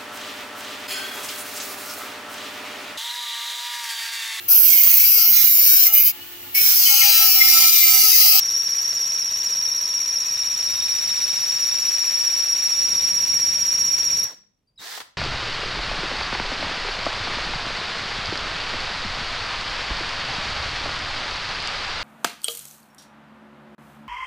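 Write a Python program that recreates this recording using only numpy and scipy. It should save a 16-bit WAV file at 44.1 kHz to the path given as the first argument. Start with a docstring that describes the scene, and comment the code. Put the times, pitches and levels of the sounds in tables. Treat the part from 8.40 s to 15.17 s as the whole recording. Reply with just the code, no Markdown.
"""A cordless drill's bit squeals as it bores a shallow recess in an aluminium disc in a vice.
The squeal is self-excited chatter, which warbles each time a cutting lip comes round. Chips scrape,
the gears whine, air from the motor fan buffets the left microphone, and a low hum swells at times.
The bit squeaks as it is pulled out; the drill brakes with a clack and is blipped once with no load.
The bench and the walls of the small workshop reflect the sound."""
import sys
import numpy as np
from scipy import signal
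from scipy.io import wavfile

SR = 44100
rng = np.random.default_rng(int(sys.argv[2]) if len(sys.argv) > 2 else 0)


def unload_audio(sound):
    """Save the sound as a 16-bit wav file, at the path given as the first command line argument."""
    columns = np.transpose(np.atleast_2d(sound))
    # keep every value between -1 and 1, then stretch to whole-number steps
    steps = np.round(np.clip(columns, -1, 1) * 32767)
    wavfile.write(sys.argv[1], SR, steps.astype(np.int16))


N = 298557
TIME = np.arange(N) / SR

# passing frequency of the cutting lips: t/s, f/Hz
LIP_RATE = [(0, 16.679), (.4, 16.138), (.95, 16.219), (1.15, 15.754), (2.15, 15.944), (2.6, 15.414),
            (3, 15.654), (3.45, 15.409), (4.9, 15.669), (5.2, 15.406), (5.85, 16.049)]
# how hard the lips are pressed into the metal: t/s, load (0-1)
LOAD = [(0, 0.44), (1.2, 0.13), (2.1, 0.34), (2.5, 0.82), (3.7, 1), (5.7, 0.77), (5.83, 0)]
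# squeal at the microphones: t/s, left minus right/dB, phase lead of the right/rad
SQUEAL_PAN = [(0, 0, 0.05), (1.8, 1, 0.18), (2.4, 1.5, 1), (3.8, 0.5, 0.78), (4.8, -1, 0.41),
              (5.8, -0.5, 0.042)]
# weaker ringing tones of bit and disc, plus a faint sum tone of the squeal and the 6.8 kHz ringing: f/Hz,
# width/Hz, level/dB early, midway and late in the cut, place in the pass (0-1), left minus right/dB
SIDE_TONES = [(2346, 220, -62.5, -49, -52, 0.91, 5.5), (3796, 130, -64, -43, -53, 0.16, -3),
              (3756, 130, -52, -45.5, -52.5, 0.73, -7), (4670, 210, -52.5, -57.5, -51, 0.12, -4.5),
              (6830, 180, -49.5, -49.5, -45, 0.1, -36), (11950, 70, -51, -65, -58.5, .95, -14),
              (12600, 320, -58.5, -56, -52, .05, -7.5)]
# spectrum of the scraping chips: f/Hz, relative level/dB
CHIP_SPECTRUM = [(150, -22.5), (400, -7.5), (700, -5.5), (1100, -5), (1600, 0), (2400, -1), (3100, 0.5),
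                 (4000, -3.5), (5200, 8.5), (6400, -1.5), (8300, -16), (10500, -14), (14000, -10.5),
                 (16000, -27.5)]
# coherence of the drill's noise between the microphones: f/Hz, correlation
COHERENCE = [(100, 1), (640, 0.36), (1400, 0.36), (3100, .5), (6000, 0.4), (9000, -0.26), (15000, 0.4)]
# balance of the drill's noise: f/Hz, left minus right/dB
BALANCE = [(200, 10), (700, 1.5), (1300, 0.5), (2400, 3.5), (4400, 1), (6800, -3), (9000, 18.5),
           (12500, -13), (15000, 5.5)]
# motor and gear tones: multiple of the lip rate, relative level/dB at light and at heavy load
GEAR_TONES = [(40.14, -10, -11.5), (64.03, -4.5, -3), (79.8, -10.5, -7.5), (118.6, -9, -2.5),
              (144, -16.5, -5), (155.4, -4.5, -1.5), (162.9, -8, -6.5), (171.2, -12.5, 0.5)]
# spectrum of the fan's draught: f/Hz, relative level/dB
DRAUGHT_SPECTRUM = [(15, -43), (25, -12), (91, 3.5), (200, 0), (227, -1.5), (327, -6.5), (500, -6.5),
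                    (650, -7), (1100, -120)]
# spectrum of the room's background noise: f/Hz, relative level/dB
HUSH_SPECTRUM = [(18, -26.5), (30, -2.5), (234, -8), (281, -15), (511, -17.5), (1870, -31), (2560, -28.5),
                 (15000, -43.5)]
# swells of low hum: peak t/s, half length/s, f/Hz, level/dB
HUMS = [(2.52, 0.43, 93.4, -59.5), (3.03, 0.42, 140, -60), (5.95, 0.18, 198, -73.5)]
# squeaks of the bit: t/s, length/s, start f/Hz, middle f/Hz, end f/Hz, level/dB
SQUEAKS = [(5.794, 0.01, 11200, 11300, 10980, -31), (5.83, .018, 11600, 11500, 12300, -34.5)]
# spectrum of the unloaded gears: f/Hz, relative level/dB
RATTLE_SPECTRUM = [(71, -73), (120, -30), (435, -15), (642, -17.5), (820, -6), (1190, -11), (1710, -1.5),
                   (2470, -13), (4040, -2.5), (10400, -19), (11500, -23), (13800, -12), (15900, -29.5)]
# impacts as the brake takes up the gear play: t/s, level/dB
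CLACKS = [(5.847, -34), (5.926, -54), (6.576, -30), (6.603, -31.5), (6.614, -41), (6.677, -57)]
# whines of the speed control: t/s, length/s, start f/Hz, middle f/Hz, end f/Hz, level/dB
CONTROL_WHINES = [(6.272, .033, 4700, 4730, 4760, -71), (6.357, .021, 5080, 5050, 4950, -69),
                  (6.376, .062, 4080, 3690, 4500, -46.5)]

SINK_FROM_S, SINK_TO_S, STOP_S = 1.8, 4.5, 5.844  # the bit sinks steadily between the first two
DIG_PLACE, SLIP_PLACE = .035, 0.711  # where in its pass (0-1) a lip digs in and slips
# The recess steadies the chatter and makes it louder. Pairs are (at first touch, at full depth).
SQUEAL_HZ, SWING_HZ, SQUEAL_DB = (5598, 5614), (99.9, 36.3), (-21.5, -20)
RIDE_PLACE, RIDE_SHARPNESS, RIDE_DB = (0.539, 0.36), (12, 1.1), (3, 2.5)  # short surge, then long swell
SLIP_LOSS_DB, GRIP_CAP_DB = (8.5, 3), (5.0, 2.5)
BLIP_ON_S, BLIP_OFF_S, BLIP_LIP_HZ, SPIN_UP_S = 6.381, 6.548, 13.8, 0.039


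def from_db(db):
    """Amplitude ratio of a level."""
    return 10 ** (np.asarray(db) / 20)


def rms_one(x):
    """The signal at unit rms."""
    return x / np.sqrt(np.mean(x ** 2) + 1e-20)


def in_time(rows):
    """Each column of a curve, sample by sample."""
    s, *columns = np.transpose(rows)
    return [np.interp(TIME, s, c) for c in columns]


def at_hz(points, hz):
    """A spectrum interpolated on a log-frequency axis."""
    frequencies, values = np.transpose(points)
    return np.interp(np.log(hz), np.log(frequencies), values)


def since(s):
    """Time elapsed after an instant, zero before it."""
    return np.maximum(TIME - s, 0)


def ramp(from_s, to_s):
    """A linear rise from 0 to 1."""
    return np.clip((TIME - from_s) / (to_s - from_s), 0, 1)


def swell(peak_s, half_s):
    """A Gaussian envelope of height 1."""
    return np.exp(-((TIME - peak_s) / half_s) ** 2)


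def between(ends, share):
    """Linear interpolation between two values."""
    return ends[0] + share * (ends[1] - ends[0])


def bump(angle, place, sharpness):
    """A periodic pulse of height 1, once in each pass of a lip."""
    return np.exp(sharpness * (np.cos(angle - 2 * np.pi * place) - 1))


def pan(db):
    """Left and right gains, mean 1, for a level difference."""
    gains = from_db(np.array([[1], [-1]]) * db / 2)
    return gains / gains.mean(axis=0)


def drift(hz):
    """A low-pass random fluctuation of unit rms."""
    pole = np.exp(-20 * np.pi * hz / SR)
    slow = signal.lfilter([1], [1, -2 * pole, pole * pole], rng.standard_normal(N // 10 + 4002))[4000:]
    return np.interp(np.arange(N) / 10, np.arange(len(slow)), rms_one(slow))


def angle_of(hz):
    """Phase as the integral of frequency."""
    return 2 * np.pi * np.cumsum(hz) / SR


def coloured(spectrum, grain_db, coherence=COHERENCE, balance=BALANCE):
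    """Partly coherent stereo noise in third octaves, roughened by a common modulation; unit rms."""
    out, edges = 0, 25 * 2 ** (np.arange(29) / 3)
    white = rng.standard_normal((2, 2, N)) * from_db(grain_db * drift(220))
    for k, (low, high) in enumerate(zip(edges, edges[1:])):
        band = signal.butter(2, [low, high], "band", fs=SR, output="sos")
        mid, side = signal.sosfilt(band, white[k % 2])
        hz = np.sqrt(low * high)
        alike = np.clip(at_hz(coherence, hz), -1, 1)
        pair = mid + np.sqrt((1 - alike) / (1 + alike + 1e-9)) * side * [[1], [-1]]
        out = out + from_db(at_hz(spectrum, hz)) * pan(at_hz(balance, hz)) * pair
    return out / np.std(out.mean(axis=0))


def wavering(hz, flutter, octave_db):
    """A tone under random frequency modulation, with its octave where that does not alias."""
    phase = angle_of(hz * (1 + flutter * drift(180)))
    return np.sqrt(2) * (np.sin(phase) + from_db(octave_db) * (hz < SR / 4) * np.sin(2 * phase))


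def chirps(rows, edge_s, flutter, octave_db):
    """Short tones, each gliding along a parabola through three frequencies."""
    out = 0
    for s, length_s, *pitches, db in rows:
        hz = np.polyval(np.polyfit([0, .5, 1], pitches, 2), ramp(s, s + length_s))
        gate = ramp(s, s + edge_s) * (1 - ramp(s + length_s - edge_s, s + length_s))
        out = out + from_db(db) * gate * wavering(hz, flutter, octave_db)
    return out


def snags(lip, rise_s=0.002155):
    """Stick-slip catches (0-1) build up and let go: a chip snaps once a pass, others come at random."""
    passes = np.floor(lip / (2 * np.pi) - .3 + 0.014 * drift(8))
    snaps = np.diff(passes, prepend=passes[0]) > 0
    catches_per_s = 85 * (.12 + bump(lip, place=.74, sharpness=3.5))  # most while the lip slips
    catches = rng.random(N) < catches_per_s / SR
    sizes = (snaps | catches) * rng.uniform(0.58, 1, N)
    t = np.arange(-400, 401) / SR
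    shape = np.exp(-(t / np.where(t < 0, rise_s, 0.22 * rise_s)) ** 2)
    return np.clip(signal.fftconvolve(sizes, shape, "same"), 0, 1)


def squeal(lip, depth, cutting, snag, ring_hz=5670, decay_db_per_s=327):
    """Self-excited chatter: the bit's stiffness varies with each lip, modulating the frequency."""
    # a lip digs in at high pitch, rides loudest as the pitch sags, then slips
    dig = (0.15 + .9 * depth) * bump(lip, DIG_PLACE, sharpness=2.5)
    sag = bump(lip, place=0.443, sharpness=4.3) + .8 * bump(lip, place=0.616, sharpness=12)
    bend = .5 - 1.7 * sag + dig - 1.1 * depth * bump(lip, SLIP_PLACE, sharpness=5.2)
    ride = bump(lip, between(RIDE_PLACE, depth), between(RIDE_SHARPNESS, depth))
    slip = bump(lip, SLIP_PLACE, sharpness=5.0)
    # torque ripple from the gears shakes the pitch; while shallow the bit also rocks four times a pass
    ripple = np.sin(8 * lip + 1.3 * drift(25))
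    rocking = (1 - depth) * np.cos(4 * lip - 2 + .7 * drift(8))
    shake = 0.22 * ripple + .15 * rocking + 0.131 * drift(44.4)
    jitter = (0.23 + .5 * slip) * drift(330) + 1.85 * snag * drift(100)
    skating = swell(0, half_s=.7)  # on the surface the bit is a little sharper and louder
    hz = between(SQUEAL_HZ, depth) + 24.97 * skating + between(SWING_HZ, depth) * (bend + shake + jitter)
    free_hz = ring_hz * (1 + 0.014 * drift(90))
    phase = angle_of(between((free_hz, hz), cutting))
    # while a lip slips, the tone stutters, by a different amount in each pass
    stutter = 1 + np.sin(angle_of(90 + 25 * drift(28)))
    slip_db = between(SLIP_LOSS_DB, depth ** 2) * slip * from_db(2.8 * drift(11))
    surge_db = between(RIDE_DB, depth) * ride + .5 * ripple + 1.06 * rocking + 1.19 * drift(30)
    loss_db = (.5 + slip_db) * stutter + (12 - 4 * depth) * snag
    grip_db = -np.logaddexp(loss_db - surge_db, -between(GRIP_CAP_DB, depth))  # friction caps the swing
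    level = from_db(between(SQUEAL_DB, depth) + 1.3 * skating + grip_db * cutting)
    ring_out = np.maximum(cutting, from_db(-decay_db_per_s * since(STOP_S)))  # free decay on release
    pan_db, lead = in_time(SQUEAL_PAN)
    tone = ring_out * np.sin(phase + lead / 2 * np.array([[-1], [1]])) * pan(pan_db)
    octave = from_db(-23.3) * cutting * np.sin(2 * phase) * pan(22.0)
    return np.sqrt(2) * level * (tone + octave)


def side_tones(lip):
    """Friction sets bit and disc ringing on each pass; a faint sum tone of the squeal and the 6.8 kHz ringing
    joins in."""
    out = 0
    for hz, width_hz, *levels_db, place, pan_db in SIDE_TONES:
        phase = angle_of(hz * (1 + .006 * drift(12)))
        ringing = drift(width_hz) * np.sin(phase) + drift(width_hz) * np.cos(phase)
        level = from_db(np.interp(TIME, [.4, 2.5, 4.8], levels_db))
        rubbing = bump(lip, place, sharpness=2.3) * from_db(2.3 * drift(4.0))
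        out = out + level * rms_one(ringing * rubbing) * pan(pan_db)
    return out


def chips(lip, load, snag):
    """Tearing metal radiates broadband noise, most under load, as a lip digs in and as a chip snaps."""
    bite_db = 0.81 * np.cos(lip + 0.29) + 0.9 * snag
    return from_db(-39 + 3.5 * load + bite_db) * coloured(CHIP_SPECTRUM, grain_db=1.9)


def gears(lip_hz, load, flutter):
    """Periodic meshing gives tones locked to the motor speed; upper ones are rougher, rising with load."""
    turn = angle_of(lip_hz * (1 + flutter * drift(26)))
    out = 0
    for order, *levels_db in GEAR_TONES:
        jitter = np.interp(order, [70, 150], [.18, .7]) * drift(43.2)
        level = from_db(between(levels_db, load) + 1.3 * drift(40))
        out = out + level * np.sin(order * turn + jitter)
    return np.sqrt(2) * out


def draught(grazing_db=-57, direct_db=-49, turn_s=4.38):
    """Turbulent fan air grazes the left microphone, turns onto it, and dies with a puff at the stop."""
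    db = between((grazing_db, direct_db), ramp(turn_s - .05, turn_s + 0.017))
    db = db + 3 * swell(STOP_S, half_s=0.0497) + 0.82 * drift(16.6)
    air = coloured(DRAUGHT_SPECTRUM, grain_db=1.0, coherence=[(50, .1), (400, .1)],
                   balance=[(60, 18), (200, 16), (500, 14.0)])
    return from_db(db) * np.exp(-since(STOP_S) / 0.021) * air


def room_hush():
    """Stationary background noise, strongest in the bass."""
    return from_db(-75) * coloured(HUSH_SPECTRUM, grain_db=-1.5, balance=[(100, 0), (10000, 0)])


def low_hum():
    """Low tones, broadened by frequency modulation, swell and fade on the left."""
    return pan(14.0) * sum(from_db(db) * swell(s, half_s) * wavering(hz, flutter=0.0845, octave_db=-13.5)
                           for s, half_s, hz, db in HUMS)


def withdrawal_squeaks():
    """Sliding friction makes the bit squeak as it is pulled out."""
    return chirps(SQUEAKS, edge_s=0.00395, flutter=0.0054, octave_db=-60)


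def braked(lip_hz, off_s, brake_hz_per_s=165):
    """Uniform deceleration to rest once the trigger is let go."""
    return np.maximum(lip_hz - brake_hz_per_s * since(off_s), 0)


def free_gears(lip_hz):
    """Unloaded gears rattle and whine in the run-down and the blip; amplitude is a power law of speed."""
    run_down = braked(lip_hz, STOP_S + 0.016)
    spin_up = BLIP_LIP_HZ * (1 - np.exp(-since(BLIP_ON_S) / SPIN_UP_S)) ** 2
    blip = braked(spin_up, BLIP_OFF_S)
    speed = run_down + blip
    noise = coloured(RATTLE_SPECTRUM, grain_db=1.0, balance=[(300, -1.1), (3000, -1.3), (12000, -1.9)])
    rattle = from_db(np.where(blip > 0, -37.5, -46.5)) * noise
    whine = from_db(-51) * gears(speed, load=0.53, flutter=0.0058)
    return (speed / BLIP_LIP_HZ) ** 0.69 * (rattle + whine)


def brake_clacks(decay_s=0.0067):
    """Impacts give short bursts of noise as the brake takes up the backlash of the gears."""
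    knocks = sum(from_db(db) * ramp(s - .0015, s + .0005) * np.exp(-np.abs(TIME - s) / decay_s)
                 for s, db in CLACKS)
    noise = coloured([(100, -23.5), (350, -3), (1300, 6), (2500, 0), (5000, -2.5), (9000, -14.5),
                      (15000, -21.0)], grain_db=2.0)
    return signal.sosfilt(signal.butter(2, 250, "high", fs=SR, output="sos"), knocks * noise)


def speed_control():
    """The speed control sings in brief frequency glides as the trigger is squeezed."""
    return chirps(CONTROL_WHINES, edge_s=.003, flutter=0.013, octave_db=-20)


def bench(x, delays_ms=(6.07, 8.73), echo_db=-11.0):
    """Interference: the bench's reflection, delayed differently left and right, beats with glides."""
    echo = [np.interp(TIME - ms / 1000, TIME, channel, left=0) for ms, channel in zip(delays_ms, x)]
    return x + from_db(echo_db) * np.array(echo)


def workshop(x, wet_db, t60_s=0.4, treble_t60_s=0.24):
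    """Diffuse reverberation decays exponentially, the treble first, and differs at each microphone."""
    t = TIME[:SR // 2]
    noise = rng.standard_normal((2, len(t))) * (t > .004)
    body = signal.sosfiltfilt(signal.butter(4, 7500, fs=SR, output="sos"), noise)
    tail = body * from_db(-60 * t / t60_s) + 1.74 * (noise - body) * from_db(-60 * t / treble_t60_s)
    tail /= np.sqrt(np.sum(tail ** 2, axis=1, keepdims=True))
    return x + from_db(wet_db) * signal.fftconvolve(x, tail, axes=1)[:, :N]


def scene():
    """Superposition: the drill with its reverberation, and draught, hum and hush without."""
    lip_hz, = in_time(LIP_RATE)
    load = np.clip(in_time(LOAD)[0], 0, 1)
    depth = ramp(SINK_FROM_S, SINK_TO_S)
    lip = angle_of(lip_hz) + 2 * np.pi * .04  # one cycle for each pass of a lip
    cutting = np.exp(-since(STOP_S) / 0.005)
    snag = snags(lip)
    scrape = cutting * chips(lip, load, snag)
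    whine_db = between((-56.5, -51), ramp(0, 1.23))  # comes up as the cut begins
    whine = from_db(whine_db) * cutting * gears(lip_hz, load, flutter=0.00088) * pan(1.2)
    hum = low_hum()
    squeaks = withdrawal_squeaks()
    hush = room_hush()
    chatter = bench(squeal(lip, depth, cutting, snag))
    tones = workshop(chatter + whine + squeaks, wet_db=-12.0)
    ringing = cutting * side_tones(lip)
    unloaded = speed_control() + (1 - cutting) * free_gears(lip_hz) + brake_clacks()
    noises = workshop(scrape + ringing + unloaded, wet_db=-7)
    return tones + noises + draught() + hum + hush


def record(dry):
    """Band limiting: a steep low-pass filter cuts off above 15.9 kHz."""
    return signal.sosfilt(signal.ellip(12, .1, 80, 15900, fs=SR, output="sos"), dry)


dry = scene()
out = record(dry)
unload_audio(out)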